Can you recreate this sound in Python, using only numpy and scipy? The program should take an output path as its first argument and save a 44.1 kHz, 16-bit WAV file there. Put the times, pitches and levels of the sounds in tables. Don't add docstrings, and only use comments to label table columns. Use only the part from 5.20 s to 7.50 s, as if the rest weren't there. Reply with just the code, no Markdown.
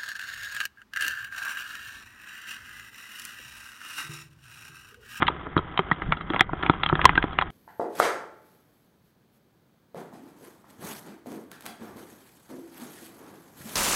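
import sys
import numpy as np
from scipy import signal
from scipy.fft import rfft, irfft
from scipy.io import wavfile

SR = 44100
rng = np.random.default_rng(int(sys.argv[2]) if len(sys.argv) > 2 else 0)


def output_pcm(signal):
    pcm = np.clip(np.atleast_2d(signal).T, -1, 1) * 32767
    wavfile.write(sys.argv[1], SR, np.round(pcm).astype(np.int16))


N = 101650

# (time [s], knock [dB], thump [dB], tick [dB], knock centre [Hz], tick centre [Hz])
DROPS = [(0.0224,-8,-15,-13.5,1280,2400),(.0280,-5,-29.5,-14.5,1203,2580),(0.069,-26,-56,-13,1310,2870),(0.0804,-22,-33,-9,1190,2850),(0.084,-7,-30.5,-19,900,2280),
         (0.268,-23.5,-29,-43.5,1290,2000),(0.3663,-9.5,-10,-26,1316,2380),(0.3777,-13,-20,-15,1250,3600),(0.3897,-16,-19,-38.5,1200,2000),(.5760,-14,-38,-11.5,1010,3070),
         (0.5919,-5.5,-14.5,-12,1238,2520),(0.714,-6,-20.5,-22,1300,2720),(.729,-54,-52,-27,1370,2660),
         (0.8195,-20,-27.5,-25.5,1340,2140),(0.9226,-8,-25,-10.5,1203,1970),(0.9243,-13,-32.5,-35.5,1300,2280),(0.97,-24.5,-34,-31.5,1320,3100),(1.0099,-24,-36.5,-30,1260,2740),(1.1021,-18.5,-22.5,-22,1300,2800),
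         (1.1356,-15.5,-22.5,-22.5,1220,2020),(1.1441,-12.5,-18.5,-25.5,1110,2960),(1.1622,-13,-29,-18,1100,2070),
         (1.1948,-11.5,-43,-13,1330,2930),(1.2086,-6,-15,2.5,1184,2356),(1.2933,-21,-45,-62.5,1020,1980),(1.3332,-13.5,-17.5,-35.5,913,2300),
         (1.4283,-25,-37,-19.5,1300,2800),(1.4339,-12.5,-20,-20,1360,2040),(1.4639,-20,-61,-14.5,850,2200),(1.4972,-1,-6.5,-12,1090,2770),(1.537,-23,-29.5,-28,900,2000),
         (1.6347,-10,-35,-7,1150,2760),(1.6622,-14.5,-26,-11,1142,2800),(1.69,-21,-55.5,-18.5,1200,3400),(1.698,-9.5,-31.5,-32,1220,2210),(1.727,-8.5,-10.5,-51,1320,1900),
         (1.754,-13,-24.5,-18.5,1340,2500),(1.793,-10,-32,-40,1320,1900),(1.8154,-19,-49,-11,1280,1960),(1.8444,-9,-21,-17.5,1260,2840),(1.8543,1,-11,5,1110,2690),
         (1.8932,-7,-19,-7,935,1950),(1.9548,-20,-25.5,-16.5,1320,2400),(1.9769,-10,-15.5,-11.5,1050,2550),(2.0264,-18.5,-55,-14.5,1250,2160),(2.0401,-14.5,-13,-23.5,835,2140),
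         (2.131,-26,-33.5,-33,1000,2870),(2.1878,-5.5,-21.5,-7.5,1050,2320),(2.2131,-12,-38,-16,1230,2490),(2.2220,-11,-51,-18.5,950,2740)]
# (frequency [Hz], relative level [dB], t60 [s])
CASE_MODES = [(173,-2,0.044),(327,8,0.02),(487,-3,0.0072),(804,-4,0.024),(996,-4,0.023),(1106,-7.5,0.016),(1271.5,1.5,0.016),(1624,-3,0.015),(2079,3.5,0.0076),(2400,3,0.005),(2753,2,0.006),(3271,6,0.01),(3742,0,0.014)]
# (time [s], starting pitch [Hz], level [dB], t60 [s])
BUBBLE_NOTES = [(0.1,414,-23,0.012),(0.3657,1200,-19,0.016),(.594,369,-18.5,0.058),(0.717,1897,-11,0.016),(0.717,146,-18,0.038),(1.1030,326,-19,0.045),(1.209,760,-14,0.031),(1.73,326,-22,0.016),(1.733,165,-21,0.045),(1.8541,1021,7,0.015),(1.9763,1562,-7,0.03)]
# (time [s], level [dB])
PATTER_LEVEL = [(0,-34.5),(.3,-44.5),(.8,-39.5),(1.05,-46),(1.17,-34),(1.28,-53),(1.45,-33.5),(1.7,-41.5),(1.87,-30),(2,-39),(2.3,-42.5)]
# (frequency [Hz], relative density [dB])
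RUMBLE_SPECTRUM = [(15,-10),(70,-0.5),(110,-11.5),(160,-2.5),(220,-16),(900,-51.5),(5000,-100)]
# (time [s], level [dB])
RUMBLE_LEVEL = [(0,-35),(.26,-48),(.42,-40),(.55,-43.5),(.8,-44.5),(.89,-24),(.96,-41),(1.25,-41.5),(1.32,-36.5),(1.4,-44),(1.87,-31.5),(2.13,-39)]
# (frequency [Hz], relative density [dB])
SEA_RAIN_SPECTRUM = [(100,-15.5),(250,2),(350,4),(780,-6.5),(1130,-11),(1320,0),(1600,-6),(2050,0),(2600,-29),(4200,-32.5)]

THUMP_LOW_HZ, THUMP_TOP_HZ, KNOCK_TOP_HZ = 89, 670, 1670
THUMP_TRIM_DB, TICK_TRIM_DB = 0.5, 1.5
POCKET_BEST_HZ, POCKET_T60_S = 1280, 0.01
LEAD_IN_SHARE, SPREAD_SHARE, SPRAY_SHARE = 0.028, 0.055, 0.023
LEAD_IN_S, SPREAD_S, SPRAY_S = 0.0025, 0.0013, 0.009
RAGGED_DB_PER_DB, TYPICAL_DROP_DB = 0.34, -8
MIC_TOP_HZ, MIC_LEAK_DB, BAND_LIMIT_HZ = 3684, -35.5, 15700


def drops_on_case():
    out, hz = np.zeros(N), np.array(CASE_MODES)[:, 0]
    low, high = hz < THUMP_TOP_HZ, hz > KNOCK_TOP_HZ
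    middle = ~low & ~high
    for start, knock_db, thump_db, tick_db, knock_hz, tick_hz in DROPS:
        modes = case_modes()
        push = splat(max(knock_db, tick_db))
        thump = cut(low @ modes, THUMP_TOP_HZ, "low", order=2)
        thump = cut(thump, THUMP_LOW_HZ, "high", order=2)
        pocket = nearness(knock_hz, POCKET_BEST_HZ) * ring(knock_hz, POCKET_T60_S)
        knock = (nearness(hz, knock_hz) * middle) @ modes + pocket
        knock = cut(knock, KNOCK_TOP_HZ, "low")
        knock = cut(knock, THUMP_TOP_HZ / 2, "high", order=1)
        tick = (nearness(hz, tick_hz) * high) @ modes
        tick = cut(tick, THUMP_TOP_HZ, "high", order=2)
        levels_db = thump_db + THUMP_TRIM_DB, knock_db, tick_db + TICK_TRIM_DB
        lead_s = len(push) / 2 / SR
        for part, db in zip((thump, knock, tick), levels_db):
            hit = signal.fftconvolve(part, push)
            add(out, start - lead_s, undb(db) * hit / np.abs(hit).max())
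    return out


def splat(strength_db, size=1500):
    t = np.arange(-size, size + 1) / SR
    lead_in = LEAD_IN_SHARE * np.exp(-abs(t) / LEAD_IN_S)
    blow = t == 0
    spreading = SPREAD_SHARE * np.exp(-abs(t) / SPREAD_S)
    spray = SPRAY_SHARE * np.exp(-abs(t) / SPRAY_S)
    ragged = undb(RAGGED_DB_PER_DB * (TYPICAL_DROP_DB - strength_db))
    return blow + ragged * rng.standard_normal(len(t)) * np.where(t < 0, lead_in, spreading + spray)


def case_modes(scatter_db=1.5, detune=.03):
    hz, db, t60 = np.array(CASE_MODES).T[:, :, None]
    pitch_draw, level_draw = rng.standard_normal((2, len(CASE_MODES), 1))
    return undb(db + scatter_db * level_draw) * ring(hz * (1 + detune * pitch_draw), t60)


def ring(hz, t60, build_s=0.00038, size=4096):
    t = np.arange(size) / SR
    envelope = (1 - np.exp(-t / build_s)) * np.exp(-np.log(1000) * t / t60)
    return envelope * np.sin(2 * np.pi * hz * t)


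def nearness(hz, centre_hz, octaves=0.4):
    return np.exp(-.5 * (np.log2(hz / centre_hz) / octaves) ** 2)


def bubbles(rise_per_s=0.97, attack_s=0.0021, size=4096):
    out, t = np.zeros(N), np.arange(size) / SR
    for start, hz, db, t60 in BUBBLE_NOTES:
        envelope = (1 - np.exp(-t / attack_s)) * np.exp(-np.log(1000) * t / t60)
        tone = np.sin(2 * np.pi * hz * t * (1 + rise_per_s * t / 2))
        add(out, start, undb(db) * envelope / envelope.max() * tone)
    return out


def fine_rain(spots=8, drops_per_s=1000, spread_db=3.5, bass_db=-10, treble_db=-10):
    out, hz = np.zeros(N), np.array(CASE_MODES)[:, 0]
    weight = undb(bass_db * (hz < THUMP_TOP_HZ) + treble_db * (hz > KNOCK_TOP_HZ))
    for _ in range(spots):
        lands = rng.random(N) < drops_per_s / spots / SR
        strength = undb(spread_db * np.minimum(rng.exponential(size=N), np.pi))
        polarity = rng.choice([-1, 1], len(hz))
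        spot_ring = (weight * polarity) @ case_modes()
        out += signal.fftconvolve(lands * strength, spot_ring)[:N]
    return unit(cut(out, MIC_TOP_HZ, "low", order=8)) * curve(PATTER_LEVEL)


def swell():
    return noise(RUMBLE_SPECTRUM) * curve(RUMBLE_LEVEL)


def rain_on_sea(level_db=-47):
    return undb(level_db) * noise(SEA_RAIN_SPECTRUM)


def undb(db):
    return 10 ** (np.asarray(db) / 20)


def curve(rows):
    return undb(np.interp(np.arange(N) / SR, *np.array(rows).T))


def unit(x):
    return x / np.std(x)


def cut(x, hz, kind, order=4):
    return signal.sosfilt(signal.butter(order, hz, kind, fs=SR, output="sos"), x)


def noise(points):
    hz, db = np.array(points).T
    bin_hz = np.maximum(np.fft.rfftfreq(N, 1 / SR), 1)
    colour = undb(np.interp(np.log(bin_hz), np.log(hz), db))
    return unit(irfft(rfft(rng.standard_normal(N)) * colour, N))


def add(out, start, x):
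    at = int(start * SR) + np.arange(len(x))
    inside = (at >= 0) & (at < N)
    out[at[inside]] += x[inside]


def scene():
    background = rain_on_sea() + swell() + fine_rain()
    return (drops_on_case() + bubbles() + background)[None]


def record(dry):
    lowpass = signal.firwin(65, MIC_TOP_HZ, fs=SR, window="hann")
    muffled = signal.fftconvolve(dry, lowpass[None], mode="same")
    clipped = np.clip(muffled + undb(MIC_LEAK_DB) * dry, -1, 1)
    band_limit = signal.ellip(8, .2, 70, BAND_LIMIT_HZ, fs=SR, output="sos")
    return signal.sosfilt(band_limit, clipped)


dry = scene()
out = record(dry)
output_pcm(out)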